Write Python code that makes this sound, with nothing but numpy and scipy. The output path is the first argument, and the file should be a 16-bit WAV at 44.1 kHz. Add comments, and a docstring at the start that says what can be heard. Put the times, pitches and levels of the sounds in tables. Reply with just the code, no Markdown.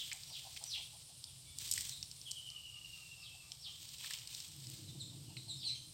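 """Young chickens peep and chirp some way off in a quiet yard, each call a whistle that slides down.
One bird gives a long falling trill that echoes off a wall, and a hen repeats a soft, hoarse note.
Close by, a puppy pants in soft puffs of air and shifts on dry dirt, so grit and straw rustle and tick.
A faint, high insect throbs over a steady hiss; a low rumble lies under it all and swells near the end."""
import sys
import numpy as np
from scipy import signal
from scipy.fft import rfft, irfft
from scipy.io import wavfile
from scipy.ndimage import uniform_filter1d

SR = 44100
rng = np.random.default_rng(int(sys.argv[2]) if len(sys.argv) > 2 else 0)


def transcribe(u):
    """Save the signal u as a 16-bit wav file named by the first command-line argument.

    u: samples, shape (n,) or (channels, n), limited to [-1, 1]; the rate is SR.
    q: integer samples, one column per channel.
    """
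    v = np.clip(np.atleast_2d(u).T, -1, 1)
    q = np.round(v * 32767).astype(np.int16)
    wavfile.write(sys.argv[1], SR, q)


N = 261513
TIME = np.arange(N) / SR


def gain_of(db):
    """Turns decibels into a number to multiply a sound by."""
    return 10 ** (np.asarray(db) / 20)


def evened(x):
    """Scales a signal so that its average size (rms) is 1."""
    return x / np.sqrt(np.mean(x ** 2) + 1e-20)


def look_up(table, hz):
    """Reads a table between its rows, spacing the frequencies by octaves."""
    f, value = np.transpose(table)
    return np.interp(np.log(hz + 1), np.log(f + 1), value)


def add(mix, start, sound):
    """Mixes a sound in at a start time in seconds."""
    at = round(start * SR)
    sound = sound[max(-at, 0):]
    part = mix[max(at, 0):][:len(sound)]
    part += sound[:len(part)]


def noise():
    """Plain hiss, equally strong at all frequencies."""
    return rng.standard_normal(N)


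def coloured(x, tone):
    """Shapes a sound's lows and highs by a tone table; the result has rms 1."""
    hz = np.fft.rfftfreq(len(x), 1 / SR)
    return evened(irfft(rfft(x) * gain_of(look_up(tone, hz)), len(x)))


def drift(rate_hz):
    """A smooth random wobble, mostly slower than rate_hz."""
    hz = np.fft.rfftfreq(N, 1 / SR)
    return evened(irfft(rfft(noise()) / (1 + (hz / rate_hz) ** 4), N))


def resonate(x, hz, width_hz):
    """Keeps the part of a sound near one pitch."""
    return signal.lfilter(*signal.iirpeak(min(hz, SR / 2 - 1), hz / width_hz, SR), x)


def envelope(start, length, rise_s, fade_s):
    """A loudness curve that rises from the start and dies away once its length is over."""
    rise = np.clip((TIME - start) / rise_s, 0, 1)
    return rise * np.exp(-np.maximum(TIME - start - length, 0) / fade_s)


# Tone of the outdoor hiss: f/Hz, level/dB
AIR_TONE = [(30, -3.5), (200, -22), (450, -8), (1000, -9), (1700, -15.5), (2100, -15), (3000, -0.5),
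            (5300, 3), (6400, -6), (8300, 5.5), (9300, -1), (10200, -13), (12000, -4.5), (16000, -33)]
def air():
    """An outdoor hiss that barely wavers."""
    return gain_of(-59.5) * coloured(noise(), AIR_TONE) * gain_of(.5 * drift(1.5))


# Tone of the hiss that differs between left and right: f/Hz, level/dB
SIDE_TONE = [(30, 12), (80, 1), (450, 5), (1100, -0.5), (1800, -16), (6000, -5), (9000, -16), (11000, 4),
             (15500, 3.5)]
def side_hiss():
    """A very faint hiss, opposite in the left and right channels."""
    return gain_of(-82.5) * coloured(noise(), SIDE_TONE)


# Tone of the rumble: f/Hz, level/dB
RUMBLE_TONE = [(20, -33), (35, -34), (55, -3.5), (95, -1.5), (130, -1), (165, -4.5), (200, -24),
               (300, -17.5), (420, -40), (900, -38), (3000, -88)]
def rumble():
    """A low rumble with a faint hum in it, steady but for one soft surge."""
    hum = np.sin(2 * np.pi * np.cumsum(127 + 5 * drift(9.3)) / SR)
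    surge_db = 6.5 * np.exp(-((TIME - 1.73) / .41) ** 2)
    return evened(coloured(noise(), RUMBLE_TONE) + .5 * hum) * gain_of(-66.5 + surge_db)


# Tone of the swell: f/Hz, level/dB
SWELL_TONE = [(40, -50), (72, -23), (92, 3), (130, 12), (200, -6.5), (280, -10.5), (318, -2.5),
              (370, -16.5), (600, -24.5), (2000, -72)]
def swell():
    """A brighter rumble that grows near the end."""
    loudness = gain_of(-75) + gain_of(-53) * envelope(4.38, .83, rise_s=.5, fade_s=.47)
    return coloured(noise(), SWELL_TONE) * loudness


# Time the yard's echo takes to fade by 60 dB: f/Hz, t/s
ECHO_FADE = [(500, 0.47), (3000, 0.46), (5000, 0.52), (10000, 0.44)]
def yard_echo(x):
    """Sound bounces off walls and ground as many tiny, fading echoes."""
    t = np.arange(SR) / SR
    bounces = rng.standard_normal(SR) * (rng.random(SR) < 2500 / SR) * (t > .004)
    bounces *= 1 + .28 * np.exp(-t / .048)  # early ones are stronger
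    hz, age, bands = signal.stft(bounces, SR, nperseg=256)
    fade = gain_of(-60 * age / look_up(ECHO_FADE, hz)[:, None])
    tail = signal.istft(bands * fade, SR, nperseg=256)[1]
    return signal.fftconvolve(x, tail / np.linalg.norm(tail))[:N]


# Spells of insect sound: start t/s, length t/s, level/dB
INSECT_SPELLS = [(-.2, 2.6, -64.5), (5.303, .9, -61)]
def insect():
    """A thin, high rasp that throbs about nine times a second."""
    wing = resonate(resonate(noise(), 9480, 630), 9480, 630)
    throb = 1 + .5 * np.cos(2 * np.pi * np.cumsum(9.3 + .87 * drift(.78)) / SR)
    spells = sum(gain_of(db) * envelope(start, length, rise_s=1, fade_s=.17)
                 for start, length, db in INSECT_SPELLS)
    return evened(wing * throb) * spells


# Bouts of panting: first puff t/s, last puff t/s, number of puffs, loudest t/s, level/dB
PANTS = [(0.152, 1.269, 8, 0.54, -58), (3.025, 3.686, 5, 3.45, -69.5), (4.96, 5.665, 5, 5.4, -66)]
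def panting():
    """Soft puffs of air through the puppy's open mouth, about six a second."""
    fade_db_per_s = 23.5
    puffs = np.zeros(N)
    for first, last, count, loudest, db in PANTS:
        for at in np.linspace(first, last, count):
            puff = np.exp(-((TIME - at) / .021) ** 2)
            puffs += gain_of(db - fade_db_per_s * abs(at - loudest)) * puff
    mouth = resonate(resonate(noise(), 803, 240), 757, 280)
    hiss = resonate(resonate(noise(), 4200, 2200), 4200, 2200)
    return puffs * (evened(mouth) + gain_of(.5) * evened(hiss))


# Bright tone colour shared by the ticks and crackle: f/Hz, level/dB
BRIGHT_TONE = [(200, -29), (700, -5), (1500, -14.5), (2500, -4.5), (3600, -2.5), (4600, -0.5), (5400, 3.5),
               (6500, -4.5), (8400, 4.5), (10200, -16), (12000, -2), (16000, -19.5)]
# The loudest ticks of grit and straw: t/s, peak level/dB, f/Hz
LOUD_TICKS = [(.1153, -32, 2200), (.1235, -32, 2250), (.1307, -27, 6470), (.2349, -34.5, 4630),
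              (.3936, -35.5, 3280), (.563, -39.5, 2295), (.568, -38, 2270), (.5735, -33, 3000),
              (.6395, -29, 7100), (1.241, -31, 5030), (1.5864, -26, 8500), (1.7129, -21.5, 7850),
              (1.7159, -22, 7150), (1.724, -24, 6590), (1.738, -18, 8050), (1.7771, -30.5, 2140),
              (1.779, -22.5, 8500), (1.8087, -23.5, 7400), (1.8941, -26, 6030), (2.0279, -27.5, 4150),
              (2.1139, -32.5, 4960), (2.215, -36, 5630), (2.3115, -28, 5750), (2.3155, -25.5, 5700),
              (2.502, -34.5, 4560), (3.519, -29.5, 4160), (4.0437, -35, 1660), (4.1086, -34.5, 1770),
              (4.109, -30.5, 4800), (4.1358, -30, 5800), (4.274, -31, 4550), (4.3479, -31.5, 4570),
              (4.4025, -33, 4350), (4.6699, -34, 5630), (4.7002, -35.5, 8500), (5.368, -36.5, 2420)]
def ticks(rows):
    """Each grain snaps and rings briefly at its own pitch; bigger, lower grains ring longer."""
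    out, t = np.zeros(N), np.arange(2048) / SR
    hz = abs(np.fft.fftfreq(len(t), 1 / SR))
    log_gain = np.log(gain_of(look_up(BRIGHT_TONE, hz)))
    # the bright tone colour, as a filter that rings only after the snap
    colour = np.exp(np.conj(signal.hilbert(log_gain)))[:len(t) // 2 + 1]
    for start, db, pitch_hz in rows:
        smallness = pitch_hz / 5000
        ring_s = .015 / smallness ** .64
        snap = rng.choice([-1, 1], len(t)) * (gain_of(-60 * t / ring_s) + 1.13 * np.exp(-t / .00028))
        ring = resonate(irfft(rfft(snap) * colour), pitch_hz, pitch_hz * .55 * min(smallness, 1))
        band_hz = [min(.55 * pitch_hz, 3600), min(2.8 * pitch_hz, SR / 2 - 1000)]
        ring = signal.sosfilt(signal.butter(2, band_hz, "band", fs=SR, output="sos"), ring)
        add(out, start, gain_of(db) * ring / abs(ring).max())
    return out


def crumbs(rub):
    """Harder rubbing shakes loose more and louder little ticks."""
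    most_per_s, middle_hz = 66, 6550
    at = np.flatnonzero(rng.random(N) < most_per_s / SR * rub / rub.max())
    size, pitch = rng.standard_normal((len(at), 2)).clip(-2, 2).T
    db = 20 * np.log10(rub[at]) + 21 + 3 * size
    return ticks(zip(at / SR, db, middle_hz * np.exp(.22 * pitch)))


# Tone of fur rubbing on dirt: f/Hz, level/dB
FUR_TONE = [(200, -11.5), (700, -19), (1500, -14), (2500, -4), (3600, 2.5), (4600, 4), (5400, 2),
            (6500, -1), (8400, 0.5), (10200, -17), (12000, -8), (16000, -10.5)]
# Tone of scraped soil: f/Hz, level/dB
SOIL_TONE = [(200, -17.5), (700, -20.5), (950, -4.5), (1400, -13), (2050, 0), (3200, 5), (6000, -27.5),
             (16000, -61)]
def rustle(rub, scrape):
    """Fur and paws drag on dirt: grains hiss, crackle when pressed hard, and soil gives way dully."""
    grains = (rng.random(N) < 450 / SR) * gain_of(2.9 * np.minimum(rng.exponential(1, N), 3.5))
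    grains *= rng.choice([-1, 1], N)
    click = rng.standard_normal(130) * np.exp(-np.arange(130) / 30)
    grains = evened(signal.oaconvolve(grains, click)[:N])
    fur = gain_of(10) * coloured(noise() + .45 * grains, FUR_TONE) * rub
    highs_only = signal.butter(4, 5300, "high", fs=SR, output="sos")
    bright = evened(signal.sosfilt(highs_only, coloured(grains, BRIGHT_TONE)))
    crackle = gain_of(4) * bright * rub * (rub / rub.max()) ** 1.1
    soil = coloured(noise() + 2 * grains, SOIL_TONE) * scrape
    flicker = gain_of(2.3 * drift(52))
    return (fur + crackle + soil) * flicker


# The puppy's shifts: start t/s, length t/s, rise t/s, relative rub level/dB, scrape level/dB
MOVES = [(-.03, 0.11, 0.023, -62.5, -73), (0.197, 0.59, 0.019, -67, -77), (1.552, .31, 0.085, -59.5, -72.5),
         (2.243, 0.21, 0.033, -77.5, -94), (2.8, .2, .1, -73, -90), (3.58, 0.37, 0.37, -65, -73),
         (3.989, 0.16, 0.019, -61.5, -56), (4.26, 0.18, 0.059, -65, -68), (4.55, 0.19, 0.058, -67.5, -79.5)]
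def puppy():
    """The puppy pants and shifts about; each shift rubs and scrapes the dirt."""
    rub, scrape = gain_of(-77), gain_of(-84)  # at rest
    for start, length, rise_s, rub_db, scrape_db in MOVES:
        push = envelope(start, length, rise_s, fade_s=.12)
        rub = np.hypot(rub, gain_of(rub_db) * push)
        scrape = np.hypot(scrape, gain_of(scrape_db) * push)
    return ticks(LOUD_TICKS) + rustle(rub, scrape) + panting() + crumbs(rub)


def whistle(hz, octave_db, rasp, swell_db=0):
    """A bird's tone plus the octave above; shaking the pitch by the share `rasp` makes it hoarse."""
    progress = np.linspace(0, 1, len(hz))
    shake = evened(uniform_filter1d(rng.standard_normal(len(hz)), size=50))
    phase = 2 * np.pi * np.cumsum(hz * (1 + rasp * shake)) / SR
    tone = np.sin(phase) + gain_of(octave_db) * np.sin(2 * phase)
    arch = np.sin(np.pi * progress).clip(0) ** .58
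    return evened(tone * arch * gain_of(swell_db * progress))


def note(length, start_hz, end_hz, octave_db, rasp):
    """A whistle that slides evenly from one pitch to another."""
    return whistle(np.geomspace(start_hz, end_hz, int(length * SR)), octave_db, rasp)


def hen():
    """A hen further off repeats a soft, hoarse, nearly level note at an even pace."""
    out = np.zeros(N)
    for start in 2.5 + .23 * np.arange(6):
        hz = 1213 * (1 + .019 * rng.standard_normal())
        add(out, start, gain_of(-72) * note(.049, hz, hz * .97, octave_db=1, rasp=.07))
    return out


def trill():
    """A run of notes that sink and fade; the nearest wall's echo fills part of each gap."""
    start_s, step_s, wall_delay_s, sink_hz_per_s = 2.254, .092, .027, 247
    out = np.zeros(N)
    beats = step_s * np.arange(13)
    for t in beats:
        fresh = np.exp(-t / .2)  # the first notes are slower, higher and slide further
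        at = start_s + t + .022 * (1 - fresh)
        hz = (2946 + 196 * fresh - sink_hz_per_s * t) * (1 + .0054 * rng.standard_normal())
        slide = 1.028 + .084 * fresh
        db = -54 - 9.5 * (t / beats[-1]) ** 2.24
        sound = gain_of(db) * note(.0401, hz * slide, hz / slide, octave_db=-22, rasp=.015)
        add(out, at, sound)
        add(out, at + wall_delay_s, gain_of(-11.5) * sound)
    return out


# Short chirps: start t/s, length t/s, start f/Hz, end f/Hz, level/dB before mixing, octave level/dB
CHIRPS = [(1.45, 0.098, 3560, 3433, -61.5, -21), (1.918, 0.024, 4270, 3530, -47, -10),
          (1.455, .05, 2330, 2240, -68, -10), (4.869, .039, 4100, 3500, -56.5, -13),
          (4.995, .036, 4430, 3520, -46.5, -7.5), (5.257, 0.073, 3090, 2630, -66, -20),
          (5.363, 0.026, 4460, 3630, -50, -11), (5.479, .052, 4415, 3506, -44.5, -7.5),
          (5.638, 0.068, 4525, 3764, -39.5, -15), (5.667, .048, 3400, 2134, -51.5, 4),
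          (5.744, 0.034, 3260, 3056, -52.5, -6)]
def chirps():
    """Young chickens' short downward slides: the wider the fall, the raspier."""
    out = np.zeros(N)
    for start, length, start_hz, end_hz, db, octave_db in CHIRPS:
        rasp = .0099 + .064 * np.log2(start_hz / end_hz)
        add(out, start, gain_of(db) * note(length, start_hz, end_hz, octave_db, rasp))
    return out


# Long falling peeps: start t/s, length t/s, top f/Hz, end f/Hz, level/dB before mixing
PEEPS = [(-.08, 0.12, 5800, 2742, -47), (0.264, 0.12, 5610, 2764, -51), (0.65, .127, 5854, 2660, -44),
         (1.209, 0.1, 5400, 2910, -63), (3.171, .12, 5310, 2947, -56.5), (3.584, 0.11, 5450, 2940, -50.5),
         (5.564, 0.092, 5270, 3100, -51)]
def peeps():
    """Young chickens hold a thin top note, then tumble into a rasp that rings louder in the throat."""
    hold = .24  # share of the call spent on the top pitch
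    out = np.zeros(N)
    for start, length, top_hz, end_hz, db in PEEPS:
        progress = np.linspace(0, 1, int(length * SR))
        fall = np.sin(np.pi / 2 * np.maximum(progress - hold, 0) / (1 - hold)) ** 2
        hz = top_hz * (end_hz / top_hz) ** fall
        voice = whistle(hz, octave_db=-23, rasp=.02 + .095 * np.sqrt(fall), swell_db=3)
        throat = resonate(voice, hz=3325, width_hz=750)
        add(out, start, gain_of(db) * evened(throat + gain_of(-9) * voice))
    return out


def scene():
    """The far birds arrive mostly as echo, the near puppy mostly direct. Both ears hear much the same."""
    chickens = peeps() + chirps() + hen()
    song, near = trill(), puppy()
    direct = gain_of(-4) * chickens + song + near + insect()
    echo = yard_echo(gain_of(-2) * chickens + gain_of(3.5) * song + gain_of(-10.5) * near)
    middle = direct + echo + air() + rumble() + swell()
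    side = side_hiss()
    return np.array([middle + side, middle - side])


def record(dry):
    """Cuts off the very highest treble."""
    treble_cut = signal.firwin(511, 16050, window=("kaiser", 9), fs=SR)
    return signal.oaconvolve(dry, treble_cut[None], "same")


dry = scene()
out = record(dry)
transcribe(out)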